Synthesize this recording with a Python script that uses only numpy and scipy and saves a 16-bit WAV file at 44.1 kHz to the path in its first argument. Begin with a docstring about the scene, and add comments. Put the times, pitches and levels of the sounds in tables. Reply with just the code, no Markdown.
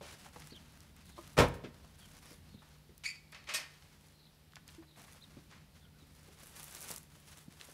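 """A car tailgate slams in a narrow stone lane, a few metres from a camcorder: noise bursts driving panel modes.
Someone moves about with a plastic bag: filtered-noise bumps and steps, sharp ticks and grainy crumples of film.
A light metal gate rattles as knocks ring its bars, its latch scrapes as a tone of uneven pitch, its hinge hoots.
Small birds call in gliding near-sine notes; noise through a decaying tail makes the stone walls answer.
Underneath lie soft hiss, a low wavering hum and a distant rumble."""
import sys
import numpy as np
from scipy import signal
from scipy.fft import rfft, irfft, next_fast_len
from scipy.io import wavfile
from scipy.ndimage import uniform_filter1d

SR = 44100
rng = np.random.default_rng(int(sys.argv[2]) if len(sys.argv) > 2 else 0)


def store_pcm(level_fs):
    """Save levels as 16-bit WAV."""
    pcm = np.round(np.clip(level_fs, -1, 1) * 32767).astype(np.int16)
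    wavfile.write(sys.argv[1], SR, np.atleast_2d(pcm).T)


N = 341082
T = np.arange(N) / SR  # s

# contacts of the closing tailgate: start_s, level_db, rise_ms, fall_ms, brightness_db_per_octave
SLAM_CONTACTS = [(1.367, -34.5, 4.6, 14, 1.5), (1.374, -23.5, 6, 8.4, 1), (1.385, -18.5, 3, 10.3, 2),
                 (1.395, -21, 3.5, 24.8, 1), (1.403, -23, 3, 19, 0.5), (1.419, -26, 3.6, 29, -2),
                 (1.446, -44, 5, 46, -4.5), (1.482, -49, 2, 6, 10.5), (1.538, -55.5, 2.7, 20, 7)]
# modes of the tailgate panels: pitch_hz, level_db, t60_s
PANEL_MODES = [(1080, 6, 0.064), (1210, -5, 0.08), (1428, -6, 0.15), (1660, -7.5, 0.18), (1904, -4.5, 0.15),
               (2148, -5.5, 0.13), (2045, -2.5, 0.061), (2960, -4, 0.15)]
# noise colour of the slam: frequency_hz, density_db
PANEL_COLOUR = [(130, -31.5), (220, -4), (330, -7), (493, -3.5), (786, -9.5), (1110, -6.5), (2030, -17),
                (2260, -13.5), (2520, -18.5), (11200, -39), (16000, -50.5)]
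# low modes of the cabin air and the body shell: pitch_hz, level_db, t60_s
CABIN_MODES = [(52, -8, .4), (83, -5, 0.4), (108.3, 1, 0.11), (124, -6.5, 0.44), (136, -4, 0.38),
               (171, -1, 0.25), (228, -6, 0.25), (285, 0, 0.3), (327, 1, 0.24), (464, 20, 0.12),
               (497, 21, 0.12), (612, 17, 0.15)]
# first light touches of the tailgate: start_s, peak_db
TOUCHES = [(1.1794, -41), (1.188, -37.5)]
# modes of the trim: pitch_hz, level_db, t60_s
TRIM_MODES = [(339, -4, .12), (617, -2, .06), (1030, 3, .03), (1228, -2, .11)]
# knocks and scrapes on the gate: start_s, level_db, rise_ms, fall_ms, brightness_db_per_octave
GATE_CONTACTS = [(3.036, -47, 1.3, 58, 0.5), (3.32, -56.5, 0.89, 6, 12), (3.322, -52, 5.8, 27, -5.5),
                 (3.346, -47, 1.2, 6.5, -2.5), (3.35, -55.5, 7.8, 61, -4), (3.441, -53, 0.5, 1.4, -0.5),
                 (3.468, -49.5, 7.6, 53, -4), (3.488, -40.5, 1.7, 79, -3), (3.537, -36.5, 2.1, 14, 4),
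                 (3.544, -32.5, 1.6, 29, 3), (3.58, -46, 3.5, 25, -5.5), (3.61, -48.5, 3.4, 29, -4),
                 (4.558, -60, 0.99, 12, -1)]
# modes of the gate bars: pitch_hz, level_db, t60_s
BAR_MODES = [(640, -1, 0.06), (1090, -6, 0.1), (1850, 0, 0.08), (2005, -6, 0.11), (2494, 0, 0.09),
             (2555, 2, 0.09), (2600, 0, 0.11), (4409, 2, 0.11), (3235, -4, 0.08), (5005, 0, 0.08),
             (5567, -2, 0.09), (5979, 0, 0.08), (7000, -11, 0.061), (8300, 3, 0.099), (8947, -7, 0.14),
             (11740, -2, 0.12)]
# noise colour of the gate knocks: frequency_hz, density_db
GATE_COLOUR = [(120, -37), (200, -28), (424, -26), (635, -15.5), (1100, -10.5), (1600, -8), (1940, -2),
               (4120, -6.5), (4520, -5), (11900, -21.5), (16000, -40)]
# the latch scraping in its keeper: time_s, slip_rate_hz, level_db
LATCH_SLIPS = [(3.042, 2230, -53), (3.052, 2294, -40.5), (3.064, 2310, -37), (3.08, 2466, -42.5),
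               (3.094, 2362, -45), (3.118, 2320, -50), (3.131, 2330, -71), (3.16, 2304, -57)]
# harmonics of the scrape, from the first up: level_db
SLIP_HARMONICS_DB = [0.5, -4, -11, -15, -23]
# modes of the latch: pitch_hz, level_db, t60_s
LATCH_MODES = [(2030, 11, 0.13), (2190, 6, 0.12), (2320, 2, 0.13), (2487, 7, 0.14), (2573, 7, 0.14),
               (4430, 9, 0.1), (4603, 11, 0.17), (5040, 12, .07), (6800, 17, 0.035), (7150, 15, 0.04),
               (8980, 21, 0.025)]
# harmonics of the hinge hoot, from the first up: level_db
HOOT_HARMONICS_DB = [3.5, -26, -30]
# footfalls, bumps, knocks and scuffs: start_s, level_db, body_hz, thud_above_body_db, fall_ms
BUMPS = [(0.009, -48, 530, -5, 25), (0.257, -53, 720, -12, 18), (0.359, -45.5, 680, -6, 10),
         (0.521, -48, 294, -11, 10.5), (1.637, -43.5, 312, -3.5, 27), (1.644, -51, 1820, -11, 20),
         (1.841, -58.5, 664, -14, 15), (2.308, -53.5, 298, -11, 26), (2.542, -62.5, 233, 17.5, 10),
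         (2.619, -60, 960, -15, 21), (2.891, -59.5, 259, -1.5, 26), (4.565, -52, 1200, -40, 8.7),
         (4.686, -52.5, 2600, -21.5, 8.8), (4.822, -58, 805, -20, 9.8), (4.83, -62, 1290, -14, 7.7),
         (4.972, -58, 640, -4, 32), (5.08, -59.5, 1330, -17, 8.7), (5.145, -60.5, 720, -23, 27),
         (5.368, -54, 250, 5, 22), (5.521, -61, 1500, 2, 56), (6.02, -62, 301, 1, 15),
         (6.279, -58, 395, -9, 23), (6.428, -58, 398, 0, 9.3), (6.904, -50.5, 580, 1.5, 8.4),
         (7.169, -66, 229, 17, 7.3), (7.478, -60.5, 285, 14.5, 8.8), (7.685, -55, 353, -6, 9.2)]
# sharp ticks of plastic and grit: start_s, level_db, centre_hz
SHARP_TICKS = [(0.421, -46.5, 1960), (0.805, -50.5, 6050), (0.965, -53, 11000), (1.337, -55, 11830),
               (2.979, -47, 7920), (3.824, -51.5, 2570), (3.859, -58, 1560), (4.085, -55.5, 4940),
               (4.522, -57.5, 2990), (4.535, -51.5, 1400), (4.557, -43.5, 4400), (4.568, -47.5, 1400),
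               (4.679, -46.5, 6500), (4.961, -56.5, 1500), (6.559, -52.5, 9140), (6.576, -50, 5000),
               (6.628, -54, 10500), (6.642, -42.5, 10300), (6.725, -48, 10500), (6.76, -48, 12000),
               (6.77, -46, 3000), (6.774, -51, 5000), (6.807, -40.5, 9000), (6.827, -39, 8350),
               (6.886, -42, 7000), (6.894, -45, 8100), (6.909, -38, 10500), (6.91, -45, 1210),
               (6.914, -32.5, 8350), (6.941, -43, 8810), (6.962, -36, 7900), (6.981, -39.5, 7840),
               (7.031, -52, 10400), (7.599, -50, 3150), (7.6125, -40, 2550)]
# the bag crumpling as it swings: start_s, length_s, level_db, crisp_share (0-1)
BAG_CRUMPLES = [(0.014, 0.12, -54, 0.21), (0.176, 0.089, -58, 0.25), (0.322, 0.16, -59.5, 0.3),
                (0.541, 0.33, -64.5, 0.19), (0.95, 0.074, -65.5, 0.04), (1.042, 0.064, -62.5, 0.43),
                (1.155, 0.18, -60.5, 0.34), (1.73, 0.23, -67, 0.16), (1.973, 0.21, -61.5, 0.33),
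                (2.212, .13, -58.5, 0.37), (2.41, 0.12, -68.5, 0.1), (2.602, 0.15, -67.5, 0.14),
                (3.693, 0.26, -66.5, 0.18), (3.997, 0.13, -68.5, 0.36), (4.665, 0.1, -64, 0.25),
                (4.959, 0.077, -58.5, 0.38), (5.059, 0.12, -62, 0.37), (5.2, 0.25, -67, 0.18),
                (5.493, 0.09, -64, 0), (5.734, 0.049, -66.5, 0.28), (5.973, 0.16, -70, 0.35),
                (6.137, 0.26, -64.5, 0.35), (6.389, 0.18, -59, 0.63), (6.547, 0.24, -52.5, 0.64),
                (6.804, 0.087, -50.5, 0.6), (6.879, 0.056, -48, 0.62), (6.982, 0.053, -68, 0.1),
                (7.093, 0.24, -65.5, 0.4), (7.265, 0.078, -58.5, 0.37), (7.357, 0.054, -59.5, 0.5),
                (7.497, 0.12, -62, 0.36), (7.599, 0.12, -58.5, 0.4)]
# noise colour of the film before tilting: frequency_hz, density_db
BAG_COLOUR = [(250, -11.5), (600, -5.5), (1500, 0.5), (3000, 2), (6000, 3), (11000, -6.5), (13000, -18),
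              (15500, -23)]
# bird calls: start_s, length_s, start_hz, middle_hz, end_hz, level_db, trill_hz
BIRD_CALLS = [(0.502, 0.047, 4220, 4600, 3630, -56.5, 182), (0.541, 0.042, 2980, 3400, 3040, -54.5, 160),
              (1.037, 0.17, 4040, 3960, 3700, -65, 320), (1.98, 0.06, 4500, 4480, 4450, -70, 40),
              (1.995, 0.074, 3500, 3180, 3000, -63, 130), (2.26, 0.087, 5800, 5240, 4750, -64, 350),
              (2.484, 0.075, 4350, 4380, 4050, -70, 50), (2.529, 0.097, 4000, 3700, 3600, -66, 320),
              (3.374, 0.14, 4500, 4300, 3950, -72, 150), (4.133, 0.05, 4200, 4180, 4100, -73, 98.6),
              (4.176, 0.14, 4220, 3980, 3650, -65.5, 297), (4.317, 0.064, 4200, 5200, 4970, -72, 600),
              (4.866, 0.11, 4200, 3900, 3680, -66.5, 280), (5.21, 0.041, 3350, 4200, 3300, -58, 120),
              (5.81, 0.06, 3750, 3380, 3050, -67, 180), (5.81, 0.077, 1445, 1474, 1430, -72, 60),
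              (5.935, 0.052, 1340, 1530, 1500, -73, 60.3), (5.975, 0.075, 4150, 3940, 3300, -71.5, 120)]
# noise colour of the soft hiss: frequency_hz, density_db
AIR_COLOUR = [(150, -23.5), (250, -3.5), (354, 0), (802, -6), (875, -3.5), (1020, -8), (4650, -9),
              (6360, -15.5), (11900, -14.5), (16000, -20)]
# level path of the distant rumble: time_s, level_db
RUMBLE_LEVEL = [(0.0, -61), (0.9, -59.5), (1.9, -58.5), (2.499, -61), (3.001, -64), (4.45, -66.5),
                (4.62, -60), (4.9, -66.5), (5.3, -59.5), (5.9, -62.5), (6.1, -62.5), (6.9, -62),
                (7.73, -67)]
# noise colour of the rumble and of the slam's bass roll: frequency_hz, density_db
BASS_COLOUR = [(20, -33), (35, -1.5), (55, -3), (78, 2), (118, -10.5), (150, -5), (200, -7), (300, -16),
               (500, -61)]

PANEL_RING_DB, TOUCH_MS = -18, 0.12
BOOM_S, BOOM_DB, BOOM_MS = 1.381, -14, 1.6
ROLL_DB, ROLL_RISE_MS, ROLL_FALL_MS = -43, 60, 110
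BARS_RING_DB, LATCH_RING_DB = -6.5, -3
LET_GO_S, HELD_DB = 3.536, -3
CRACK_S, CRACK_DB, CRACK_MS, CRACK_RING_DB = 3.545, -23, 0.025, -41.5
SLIP_JITTER, SLIP_ROUGH_DB = 0.045, 3.5  # jitter as a share of the slip rate
HOOT_S, HOOT_HZ, HOOT_DB = 4.78, 327, -51.5
HOOT_RISE_MS, HOOT_HOLD_MS, HOOT_FALL_MS = 4.9, 21, 13
BUMP_RISE_MS, THUD_HZ, SCUFF_HZ, SCUFF_DB = 2.2, 120, 2310, -11
TICK_FALL_MS, TICK_OCTAVES = 1.0, 0.6
SNAP_DB, SNAP_OCTAVES = 5, 1.3  # first break of a tick, peak above its grit level
CRUMPLE_RISE_S, CRUMPLE_SAG_DB_PER_S, CRUMPLE_RELEASE_DB_PER_S = 0.013, 1, 234.5
CREASES_PER_S, CREASE_DB, CREASE_SPREAD_DB = 110, 6, 2.5
BIRD_GRAIN_DB = 3
LANE_T60_S, LANE_TREBLE_T60_S, LANE_DB, LANE_LOW_HZ = 0.58, 0.29, -16.5, 220
WALKER_WET_DB = 3
AIR_DB = -68.5
HUM_HZ, HUM_DB, HUM_WAVER_HZ, HUM_WAVER_DB = 150, -68, 1.3, 0.5
MIC_LOW_HZ, TOP_HZ = 46, 15650


def undb(db):
    """Decibels to amplitude."""
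    return 10 ** (np.asarray(db) / 20)


def unit(x):
    """Scale to rms 1."""
    return x / np.sqrt(np.mean(x ** 2))


def peak_unit(x):
    """Scale to peak 1."""
    return x / np.max(np.abs(x))


def noise(colour, tilt_db=0):
    """Noise of rms 1 with the given spectrum, tilted per octave about 3 kHz."""
    hz, db = np.transpose(colour)
    size = next_fast_len(N, True)
    f = np.maximum(np.arange(size // 2 + 1) * SR / size, 1)
    shape_db = np.interp(np.log(f), np.log(hz), db)
    shape_db += tilt_db * np.log2(np.clip(f, 200, None) / 3000)
    spectrum = rfft(rng.standard_normal(size)) * undb(shape_db)
    return unit(irfft(spectrum, size)[:N])


def walk(rate):
    """Smooth chance of rms 1 that changes about rate times a second."""
    k = max(int(SR / rate), 1)
    smooth = uniform_filter1d(rng.standard_normal(N), k)
    return unit(uniform_filter1d(smooth, k))


def rise_fall(age_ms, rise_ms, fall_ms):
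    """Linear rise to 1, then exponential fall."""
    return np.minimum(age_ms / rise_ms, 1) * np.exp(-np.maximum(age_ms - rise_ms, 0) / fall_ms)


def swell(s, rise_ms, fall_ms):
    """Envelope of a contact that begins at s."""
    return rise_fall(np.maximum(T - s, 0) * 1000, rise_ms, fall_ms)


def pulse(s, width_ms):
    """Brief bell-shaped push centred on s."""
    return np.exp(-((T - s) * 1000 / width_ms) ** 2)


def ring(x, modes):
    """Decaying resonances driven by x; neighbours swing in opposite senses."""
    out = 0
    for k, (hz, db, t60) in enumerate(modes):
        pole = np.exp(2j * np.pi * hz / SR - np.log(1000) / (t60 * SR))
        out = out + (-1) ** k * undb(db) * signal.lfilter([1], [1, -pole], x).imag
    return out


def band(x, hz, width):
    """Broad resonance; width in octaves each side."""
    edges = np.clip([hz / 2 ** width, hz * 2 ** width], 30, .45 * SR)
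    return signal.sosfilt(signal.butter(2, edges, "band", fs=SR, output="sos"), x)


def clatter(contacts, colour):
    """Each contact shakes out a burst of coloured noise."""
    out = np.zeros(N)
    for s, db, rise_ms, fall_ms, tilt_db in contacts:
        out += undb(db) * swell(s, rise_ms, fall_ms) * noise(colour, tilt_db)
    return out


def struck(shake, modes, ring_db, freedom=1):
    """A shaken body: the shaking itself plus the modes it drives, scaled to the shaking's energy."""
    return shake + undb(ring_db) * unit(ring(freedom * shake, modes)) * np.std(shake)


def stack(hz, harmonics_db):
    """Harmonic tone on a moving pitch."""
    phase = 2 * np.pi * np.cumsum(hz) / SR
    return sum(undb(db) * np.sin((k + 1) * phase) for k, db in enumerate(harmonics_db))


def tailgate():
    """Light touches ring the trim, seals, latch and panels meet, and the main blow sets the low modes going."""
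    out = struck(clatter(SLAM_CONTACTS, PANEL_COLOUR), PANEL_MODES, PANEL_RING_DB)
    for s, db in TOUCHES:
        out += undb(db) * peak_unit(ring(pulse(s, TOUCH_MS), TRIM_MODES))
    boom = ring(swell(BOOM_S, BOOM_MS, BOOM_MS), CABIN_MODES)
    bass_roll = swell(BOOM_S, ROLL_RISE_MS, ROLL_FALL_MS) * noise(BASS_COLOUR)
    return out + undb(BOOM_DB) * peak_unit(boom) + undb(ROLL_DB) * bass_roll


def gate_rattle():
    """Knocks shake the bars into ringing; the latch bar strikes home with a sharp crack."""
    shake = clatter(GATE_CONTACTS, GATE_COLOUR) + undb(CRACK_DB) * pulse(CRACK_S, CRACK_MS)
    freedom = np.where(T < LET_GO_S, undb(HELD_DB), 1)  # a hand holds back the bars until it lets go
    strike = 1. * (np.arange(N) == int(CRACK_S * SR))
    clang = undb(CRACK_RING_DB) * ring(strike, BAR_MODES)  # one impulse rings every mode at once
    return struck(shake, BAR_MODES, BARS_RING_DB, freedom) + clang


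def latch_scrape():
    """Fast uneven slips make a rough harmonic tone that drives the latch modes."""
    s, hz, db = np.transpose(LATCH_SLIPS)
    slip_hz = np.interp(T, s, hz) * (1 + SLIP_JITTER * walk(880))
    level_db = np.interp(T, s, db, -200, -200) + SLIP_ROUGH_DB * walk(330)
    slips = stack(slip_hz, SLIP_HARMONICS_DB) * undb(level_db)
    return struck(slips, LATCH_MODES, LATCH_RING_DB)


def hinge_hoot():
    """The hinge sounds one short steady harmonic tone: rise, hold, exponential fall."""
    age_ms = (T - HOOT_S) * 1000
    tone = undb(HOOT_DB) * stack(np.full(N, 1. * HOOT_HZ), HOOT_HARMONICS_DB)
    fall = np.exp(-np.maximum(age_ms - HOOT_RISE_MS - HOOT_HOLD_MS, 0) / HOOT_FALL_MS)
    return tone * np.clip(age_ms / HOOT_RISE_MS, 0, 1) * fall


def add_burst(out, s, db, hz, width, rise_ms, fall_ms):
    """Adds one short noise burst around hz."""
    i = int(s * SR)
    size = min(SR // 6, N - i)
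    grit = band(rng.standard_normal(SR // 6), hz, width)[:size]
    age_ms = np.arange(size) * 1000 / SR
    out[i:i + size] += undb(db) * unit(grit) * rise_fall(age_ms, rise_ms, fall_ms)


def bumps():
    """Footfalls, bumps, knocks and scuffs: each a body knock, a low thud and a scuff band, all of noise."""
    out = np.zeros(N)
    for s, db, hz, thud_db, fall_ms in BUMPS:
        add_burst(out, s, db, hz, .6, BUMP_RISE_MS, fall_ms)
        add_burst(out, s, db + thud_db, THUD_HZ, .7, BUMP_RISE_MS, fall_ms)
        add_burst(out, s, db + SCUFF_DB, SCUFF_HZ, .9, BUMP_RISE_MS, fall_ms)
    return out


def ticks():
    """Each tick is a broad snap, the response of a wide band to one impulse, and a little grit."""
    out = np.zeros(N)
    impulse = 1. * (np.arange(SR // 100) == 0)
    for s, db, hz in SHARP_TICKS:
        add_burst(out, s, db, hz, TICK_OCTAVES, .4, TICK_FALL_MS)
        snap = peak_unit(band(impulse, hz, SNAP_OCTAVES))
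        i = int(s * SR)
        out[i:i + len(snap)] += undb(db + SNAP_DB) * snap
    return out


def bag():
    """Rubbing film hisses: each crumple rises, sags, then dies; creases snap at random, mostly in the treble."""
    dull_power, crisp_power = 0, 0
    for s, length, db, crisp_share in BAG_CRUMPLES:
        age = T - s
        sag_db = CRUMPLE_SAG_DB_PER_S * np.clip(age, 0, length)
        release_db = CRUMPLE_RELEASE_DB_PER_S * np.maximum(age - length, 0)
        level = np.clip(age / CRUMPLE_RISE_S, 0, 1) * undb(db - sag_db - release_db)
        dull_power = dull_power + (1 - crisp_share) * level ** 2
        crisp_power = crisp_power + crisp_share * level ** 2
    creases = rng.random(N) < CREASES_PER_S / SR
    snaps = creases * undb(CREASE_DB + CREASE_SPREAD_DB * rng.exponential(size=N))
    snaps = signal.lfilter([1], [1, -np.exp(-1 / (0.001 * SR))], snaps)  # each dies over about 1 ms
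    dull = noise(BAG_COLOUR, -4.0) * (1 + 0.33 * snaps) * undb(1.8 * walk(70))
    crisp = noise(BAG_COLOUR, 15.6) * (1 + snaps) * undb(0.72 * walk(60))
    return np.sqrt(dull_power) * unit(dull) + np.sqrt(crisp_power) * unit(crisp)


def birds():
    """Near-sine notes on pitch paths that turn at the middle; a fast random trill smears them."""
    out, trill = np.zeros(N), walk(1200)
    grain = undb(BIRD_GRAIN_DB * walk(250))
    for s, length, start_hz, mid_hz, end_hz, db, trill_hz in BIRD_CALLS:
        span = slice(int(s * SR), int((s + length) * SR))
        u = (T[span] - s) / length
        hz = np.interp(u, [0, .5, 1], [start_hz, mid_hz, end_hz]) + trill_hz * trill[span]
        envelope = grain[span] * np.sqrt(np.abs(np.sin(np.pi * u)))
        out[span] += undb(db) * envelope * np.sin(2 * np.pi * np.cumsum(hz) / SR)
    return out


def lane(x):
    """Stone walls return a dense tail whose treble dies first; the bass escapes to the sky."""
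    age = T[:SR]
    grit = rng.standard_normal(SR)
    grit = signal.sosfilt(signal.butter(2, LANE_LOW_HZ, "high", fs=SR, output="sos"), grit)
    low = signal.sosfilt(signal.butter(1, 2500, fs=SR, output="sos"), grit)
    treble = grit - low
    tail = low * undb(-60 * age / LANE_T60_S) + treble * undb(-60 * age / LANE_TREBLE_T60_S)
    tail *= np.clip(age / 0.0079, 0, 1)  # builds up over 7.9 ms
    return undb(LANE_DB) * signal.fftconvolve(x, tail / np.sqrt(np.sum(tail ** 2)))[:N]


def background():
    """Soft hiss and swelling distant rumble from coloured noise, and a sine hum wavering in pitch and level."""
    s, db = np.transpose(RUMBLE_LEVEL)
    rumble_db = np.interp(T, s, db) + 0.5 * walk(19) + 0.5 * walk(7.7)
    rumble = undb(rumble_db) * noise(BASS_COLOUR)
    hum_phase = 2 * np.pi * np.cumsum(HUM_HZ + HUM_WAVER_HZ * walk(3.64)) / SR
    hum = undb(HUM_DB + HUM_WAVER_DB * walk(3.1)) * np.sqrt(2) * np.sin(hum_phase)  # sqrt 2: level as rms
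    return undb(AIR_DB) * noise(AIR_COLOUR) + rumble + hum


def scene():
    """All sources sound direct and off the walls; bumps, ticks, bag, latch and hinge feed the walls 3 dB harder."""
    bangs_and_birds = tailgate() + gate_rattle() + birds()
    small_sounds = bumps() + ticks() + bag() + latch_scrape() + hinge_hoot()
    echoes = lane(bangs_and_birds + undb(WALKER_WET_DB) * small_sounds)
    return (bangs_and_birds + small_sounds + echoes + background())[None]


def record(dry):
    """The microphone drops the deepest bass; the recorder cuts the top steeply."""
    x = signal.sosfilt(signal.butter(2, MIC_LOW_HZ, "high", fs=SR, output="sos"), dry)
    return signal.sosfilt(signal.ellip(10, .2, 60, TOP_HZ, fs=SR, output="sos"), x)


dry = scene()
out = record(dry)
store_pcm(out)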